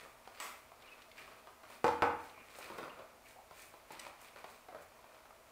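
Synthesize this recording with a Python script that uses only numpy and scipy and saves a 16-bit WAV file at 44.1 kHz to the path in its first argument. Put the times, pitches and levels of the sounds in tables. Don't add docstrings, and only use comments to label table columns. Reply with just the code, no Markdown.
import sys
import numpy as np
from scipy import signal
from scipy.fft import rfft, irfft
from scipy.io import wavfile
from scipy.ndimage import uniform_filter1d

SR = 44100
rng = np.random.default_rng(int(sys.argv[2]) if len(sys.argv) > 2 else 0)


def generate_wav(sig):
    pcm = np.round(np.clip(np.atleast_2d(sig).T, -1, 1) * 32767).astype(np.int16)
    wavfile.write(sys.argv[1], SR, pcm)


N = 242991


def undb(db):
    return 10 ** (np.asarray(db) / 20)


def unit(x):
    return x / np.sqrt(np.mean(x ** 2) + 1e-20)


def on_log(hz, points):
    point_hz, values = np.transpose(points)
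    return np.interp(np.log(np.maximum(hz, 1)), np.log(point_hz), values)


def colour(x, points):
    gain = undb(on_log(np.fft.rfftfreq(len(x), 1 / SR), points))
    return unit(irfft(rfft(x) * gain, len(x)))


def impulse(points, size=2048):
    magnitude = undb(on_log(np.fft.rfftfreq(size, 1 / SR), points))
    cepstrum = irfft(np.log(magnitude))
    cepstrum[1:size // 2] *= 2
    cepstrum[size // 2 + 1:] = 0
    return unit(irfft(np.exp(rfft(cepstrum)))) / np.sqrt(size)


def fade(t60_s):
    return np.exp(-np.log(1000) * np.arange(SR) / SR / max(t60_s, 1e-3))


def burst(points, t60_s):
    shower = rng.standard_normal(SR) * fade(t60_s)
    return unit(signal.fftconvolve(shower, impulse(points))[:SR]) * np.sqrt(.005)


def ring(modes):
    t = np.arange(SR) / SR
    out = np.zeros(SR)
    for hz, db, t60_s in modes:
        out += undb(db) * fade(t60_s) * np.sin(2 * np.pi * (hz * t + rng.random()))
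    return out


def add(out, start_s, x):
    i = int(start_s * SR)
    out[i:i + len(x)] += x[:N - i]


def walk(rate_hz):
    hold = int(SR / rate_hz)
    steps = np.repeat(rng.standard_normal(N // hold + 1), hold)
    return unit(uniform_filter1d(uniform_filter1d(steps, hold), hold)[:N])


# f/Hz, level/(dB per Hz), relative
ROOM_TONE = [(15, -44), (25, -3.5), (119, -7), (188, -17.5), (240, -3), (281, -10.5), (582, -5), (648, 2),
             (703, -4.5), (1170, -5.5), (1750, -13.5), (2230, -13), (3260, -18.5), (13900, -23),
             (15500, -23.5)]
ROOM_TONE_DB = -62.5


def background(hum_hz=643, hum_db=-73, waver=0.01166):
    tone = undb(ROOM_TONE_DB) * colour(rng.standard_normal(N), ROOM_TONE)
    pitch_hz = hum_hz * (1 + waver * walk(25.17))
    hum = np.sin(2 * np.pi * np.cumsum(pitch_hz) / SR) * undb(hum_db + 2 * walk(5.63))
    return tone + hum


# f/Hz, t60/s
ROOM_T60 = [(100, 0.56), (500, 0.51), (2000, 0.59), (6000, 0.38), (15000, 0.58)]


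def echoes(build_s=0.0015):
    spectrum, hz = rfft(rng.standard_normal(SR)), np.fft.rfftfreq(SR, 1 / SR)
    centres_hz = [f for f, _ in ROOM_T60]
    tail = np.zeros(SR)
    for share, (_, t60_s) in zip(np.eye(len(centres_hz)), ROOM_T60):
        band = irfft(spectrum * on_log(hz, list(zip(centres_hz, share))), SR)
        tail += band * fade(t60_s)
    build = 1 - np.exp(-(np.arange(SR) / SR / build_s) ** 2)
    return unit(tail * build) / np.sqrt(SR)


def room(x):
    return signal.fftconvolve(x, echoes())[:len(x)]


def strike(points, room_db, smear_hz=1000):
    x = np.zeros(SR)
    add(x, 0, impulse(points) * np.sqrt(.005 * SR))
    _, poles = signal.iirpeak(smear_hz, 1, fs=SR)
    return signal.lfilter(poles[::-1], poles, x) + undb(room_db) * room(x)


# t/s, length/s, pitch f/Hz, pitch spread width/Hz, level/dB
SQUEAKS = [(.81, 0.11, 2424, 162.5, -66), (.865, 0.046, 2806, 257, -60.5), (.902, 0.051, 2580, 49.6, -55.5),
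           (1.167, 0.043, 2300, 796, -54.5), (2.279, .22, 2421, 420, -63), (2.886, .033, 2790, 398, -58),
           (3.245, 0.037, 2400, 604, -60), (3.341, 0.083, 778, 299, -56)]


def squeaks(room_db=-5):
    out = np.zeros(N)
    for start_s, length_s, pitch_hz, width_hz, db in SQUEAKS:
        n = int(length_s * SR)
        hz = pitch_hz + width_hz / 2 * walk(2 * width_hz)[:n]
        note = np.sqrt(2) * np.sin(2 * np.pi * np.cumsum(hz) / SR)
        add(out, start_s, undb(db) * np.hanning(n) * note)
    return out + undb(room_db) * room(out)


# t/s, length/s, thread rate/Hz, level/dB
ZIP = (3.9915, .013, 1000, -45)
# f/Hz, level/(dB per Hz), relative
THREAD = [(400, -21), (900, -9), (2100, 2), (4000, 1), (6000, 0), (7000, -6), (8500, 3), (10500, -11),
          (12400, -9), (15000, -29.5)]


def claw_zip(room_db=-5):
    start_s, length_s, rate_hz, db = ZIP
    out, n = np.zeros(N), int(length_s * SR)
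    speed_hz = rate_hz * (1 + .06 * walk(rate_hz)[:n])
    plucks = np.diff(np.floor(np.cumsum(speed_hz) / SR), prepend=0)
    threads = unit(signal.fftconvolve(plucks, impulse(THREAD))[:n])
    add(out, start_s, undb(db) * np.hanning(n) * threads)
    return out + undb(room_db) * room(out)


# t/s, level/dB
SNAPS = [(2.587, -53.5), (2.781, -58), (3.258, -65), (3.284, -62), (3.92, -54.5), (4.077, -61),
         (4.215, -57.5), (4.82, -66)]
# f/Hz, level/(dB per Hz), relative
CLOTH = [(1500, -28), (4500, -6), (6200, -2.5), (9000, 0.5), (11500, -7.5), (15000, -4)]


def snaps(t60_s=.03, room_db=-4):
    out = np.zeros(N)
    for start_s, db in SNAPS:
        add(out, start_s, undb(db) * burst(CLOTH, t60_s))
    return out + undb(room_db) * room(out)


# t/s, level/dB
TICKS = [(.822, -57), (1.019, -56.5), (1.115, -54.5), (1.18, -53.5), (2.297, -59), (4.443, -54.5)]
# f/Hz, level/(dB per Hz), relative
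CLAW = [(900, -25), (2100, 10), (3200, 3.5), (4500, 1.5), (7000, -12), (10000, -14), (15000, -18)]


def ticks(t60_s=0.042, room_db=-4):
    out = np.zeros(N)
    for start_s, db in TICKS:
        add(out, start_s, undb(db) * burst(CLAW, t60_s))
    return out + undb(room_db) * room(out)


def friction(points, slips_per_s, spread_db, flutter_db):
    sizes = undb(np.minimum(rng.exponential(size=N), 5) * spread_db)
    slips = rng.standard_normal(N) * (rng.random(N) < slips_per_s / SR) * sizes
    return colour(slips * undb(flutter_db * walk(70)), points)


# peak t/s, nominal length/s, relative level/dB, net over foam/dB
STROKES = [(0.023, 0.13, -58, 1.5), (0.387, 0.29, -63, 4), (0.902, 0.28, -66, -2.5), (1.192, .06, -59, 3.5),
           (1.298, 0.23, -62.5, -1.5), (1.725, 0.097, -58, 5), (2.242, 0.12, -58, 0),
           (2.41, 0.12, -65.5, -15), (2.598, 0.24, -64.5, 13), (2.621, 0.095, -58.5, -11),
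           (2.823, 0.25, -56, -10.5), (3.294, 0.081, -67.5, 12), (3.607, 0.17, -63, 12),
           (3.933, 0.085, -57, 3.5), (4.036, .11, -56, -0.5), (4.239, 0.1, -60.5, 6.5),
           (4.392, 0.057, -57.5, -3), (4.51, 0.11, -65.5, 9), (4.764, 0.13, -66, -15),
           (4.826, 0.025, -62.5, 7), (5.157, 0.32, -72, -9.5)]
# f/Hz, level/(dB per Hz), relative
SCUFF = [(150, -12.5), (450, 1), (700, -1.5), (1250, 3), (1700, -8), (2400, -10), (3200, -47),
         (6000, -40.5)]
# f/Hz, level/(dB per Hz), relative
RASP = [(700, -12), (1500, -0.5), (2400, 3.5), (3200, -5), (4500, -5), (6500, -19.5), (12000, -34)]
RISE_SHARE = 0.46
HISS_DB, HISS_DB_PER_NET_DB = -8, 1
FIDGET_DB, FIDGET_SWING_DB, FIDGET_RATE_HZ = -74.5, 2, 5.3


def rubbing(rub_db=-4, room_db=-2):
    t = np.arange(N) / SR
    scuff = friction(SCUFF, 1500, 3, 2)
    rasp = friction(RASP, 2000, 2.7, 2)
    hiss = friction(CLOTH, 5000, 3, 1.2)
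    fidget = undb(FIDGET_DB + FIDGET_SWING_DB * walk(FIDGET_RATE_HZ))
    out = fidget * (scuff + rasp + undb(HISS_DB) * hiss)
    for peak_s, length_s, db, net_db in STROKES:
        rise_s, fall_s = length_s * RISE_SHARE, length_s * (1 - RISE_SHARE)
        rising, falling = ((t - peak_s) / rise_s) ** 2, np.abs((t - peak_s) / fall_s) ** 1.5
        swell = np.exp(-np.where(t < peak_s, rising, falling))
        mix = undb(-net_db / 2) * scuff + undb(net_db / 2) * rasp
        mix += undb(HISS_DB + HISS_DB_PER_NET_DB * net_db) * hiss
        out += undb(db) * swell * mix
    return undb(rub_db) * (out + undb(room_db) * room(out))


# t/s, relative level/dB, pitch f/Hz, relative weight level/dB
PATS = [(.275, -47.5, 1120, -18), (.718, -52, 794, -11), (1.277, -52.5, 1130, -7),
        (1.471, -49.5, 1030, -12), (1.634, -51.5, 1270, -8), (1.701, -51, 1100, -18),
        (2.586, -47, 600, -11), (2.700, -46.5, 1100, -0.5), (2.784, -42, 1300, -1),
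        (2.829, -45.5, 1230, -4), (2.990, -50.5, 1230, 0), (3.510, -50, 940, -10), (3.739, -51.5, 754, -9),
        (3.905, -48, 753, -3), (4.066, -43.5, 1280, -12), (4.360, -50.5, 1400, -7), (4.442, -43, 630, -9.5),
        (4.685, -48, 760, -8.5), (4.724, -52.5, 564, -3), (4.747, -45.5, 645, -5), (4.990, -59, 945, -8),
        (5.042, -54, 940, -17), (5.254, -55.5, 945, -22), (5.307, -53.5, 700, -10)]
# f/Hz, level/(dB per Hz), relative
PAD = [(150, -19), (380, -11.5), (520, -1), (850, 1), (1300, 0), (1700, -11.5), (2500, -18), (4000, -34.5)]
# f/Hz, level/(dB per Hz), relative
WEIGHT = [(40, -27), (90, -6), (160, 2), (250, -0.5), (380, 7.5), (600, 8.5), (1200, -47)]
PAT_T60_S, WEIGHT_DB_PER_DOUBLING = 0.041, 16.5
PAT_ROOM_DB, ROOM_DB_PER_WEIGHT_DB = 3, 0.25
CLAW_DB, CLAW_DB_PER_OCTAVE, MIDDLE_HZ = -11.5, 7.5, 1000


def pats(pat_db=-1, peak_db=6, peak_octaves=0.4):
    out, hz = np.zeros(N), np.geomspace(100, 8000, 60)
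    for start_s, db, pitch_hz, weight_db in PATS:
        t60_s = PAT_T60_S * 2 ** (weight_db / WEIGHT_DB_PER_DOUBLING)
        click_db = CLAW_DB + CLAW_DB_PER_OCTAVE * np.log2(pitch_hz / MIDDLE_HZ)
        pitch_peak = np.exp(-(np.log2(hz / pitch_hz) / peak_octaves) ** 2)
        slap_db = on_log(hz, PAD) + peak_db * pitch_peak
        slap = burst(list(zip(hz, slap_db)), t60_s)
        thump = undb(weight_db) * burst(WEIGHT, t60_s)
        click = undb(click_db) * burst(CLAW, t60_s)
        pat = slap + thump + click
        echo_db = PAT_ROOM_DB + ROOM_DB_PER_WEIGHT_DB * weight_db
        add(out, start_s, undb(db + pat_db) * (pat + undb(echo_db) * room(pat)))
    return out


CLINK_S = .4016
# f/Hz, relative level/dB, t60/s
METAL = [(1004, -7, .55), (1128, -6, .55), (1263, -7, .5), (1895, -3, .35), (2062, -4, .33), (2406, -8, .3),
         (2850, 2, .04), (4570, -13, .3), (7849, -10, .32), (8000, -2, .32), (8032, -8, .25),
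         (12400, -14, .3)]
# f/Hz, level/(dB per Hz), relative
TICK = [(120, -34), (260, -2.5), (600, -2.5), (1100, 7), (1600, -1), (2100, 3.5), (3000, -3), (4000, -5.5),
        (6200, -7.5), (8000, -6), (10500, -12.5), (13500, -10), (15500, -16)]


def clink(tick_db=-43, chatter_db=-41.0, ring_db=-47.5, room_db=5, chatter_t60_s=0.34, rebound_s=0.02,
          chatter_room_db=3):
    out, chatter = np.zeros(N), burst(TICK, chatter_t60_s)
    add(out, CLINK_S, undb(tick_db) * strike(TICK, room_db) + undb(ring_db) * ring(METAL))
    chatter_wet = chatter + undb(chatter_room_db) * room(chatter)
    add(out, CLINK_S + rebound_s, undb(chatter_db) * chatter_wet)
    return out


# t/s, relative thud level/dB, contact time/ms, relative crack level/dB
KNOCKS = [(1.8430, 2.5, 0.71, -2), (1.8482, -5, 0.58, -21), (1.866, -19, 0.64, -6),
          (1.88, -7.5, 0.324, -8.5), (1.889, -7, 0.98, -18), (2.0220, -0.5, 0.17, -4),
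          (2.0303, -2, 0.32, -26), (2.039, -13, 0.2, -23), (2.083, -11, 0.61, -36)]
RING_S = [1.8436, 2.0222]
# f/Hz, relative level 1st/dB, 2nd/dB, t60/s
HOLLOW = [(81, -18, -22, .7), (97, -28, -17, .5), (172, -22, -18, .4), (282, -13, -12, .5),
          (327, -9, -13, .55), (479, 3.5, -1, .45), (511, -5, -14, .36), (527, -8, -7, .36),
          (591, -5, -9, .35), (684, -20, -11, .4), (749, -8, -12, .3), (773, -14, -7, .45),
          (813, -7, -14, .35), (850, -5, -1, .45), (877, 3, -12, .38), (895, -14, -3, .45),
          (914, -10, -4, .45), (968, -7, -16, .3), (1027, -16, -9, .45), (1095, -11, -7, .4),
          (1163, -15, -5, .36), (1243, -12, -6, .36), (1306, -15, -6, .38), (1351, -11, -14, .38),
          (1506, -11, -7, .42), (1787, -19, -21, .5), (2064, -17, -15, .4), (2261, -26, -17, .3),
          (2428, -16, -23, .45), (2482, -24, -17, .3)]
# f/Hz, level/(dB per Hz), relative
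THUD = [(35, -59), (65, -27), (130, -16), (200, -15.5), (290, -5.5), (390, -10.5), (520, 0.5), (660, -8),
        (860, 6.5), (1020, -4), (1500, -2.5), (1700, -12.5), (2550, -13), (3100, -24), (5000, -29),
        (15000, -58)]
# f/Hz, level/(dB per Hz), relative
CRACK = [(300, -17), (1500, 14.5), (2400, 9.5), (3100, 5), (4000, 8.5), (6000, -0.5), (10000, -7.5),
         (15000, -13)]


def knocks(thud_db=-23, ring_db=-31.5, crack_db=-37, room_db=0, crack_room_db=1, crack_t60_s=0.028):
    out = np.zeros(N)
    for start_s, db, contact_ms, sharp_db in KNOCKS:
        push = signal.butter(1, min(500 / contact_ms, SR / 3), fs=SR)
        thud = signal.lfilter(*push, strike(THUD, room_db))
        add(out, start_s, undb(db + thud_db) * thud)
        crack = burst(CRACK, crack_t60_s)
        crack_wet = crack + undb(crack_room_db) * room(crack)
        add(out, start_s, undb(sharp_db + crack_db) * crack_wet)
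    for spot, start_s in enumerate(RING_S):
        modes = [(hz, dbs[spot], t60_s) for hz, *dbs, t60_s in HOLLOW]
        add(out, start_s, undb(ring_db) * ring(modes))
    return out


def scene():
    foam_and_net = rubbing() + squeaks() + snaps() + claw_zip()
    contacts = pats() + ticks() + clink() + knocks()
    return (background() + foam_and_net + contacts)[None]


def record(dry):
    return signal.sosfilt(signal.ellip(10, .2, 70, 15600, fs=SR, output="sos"), dry)


dry = scene()
out = record(dry)
generate_wav(out)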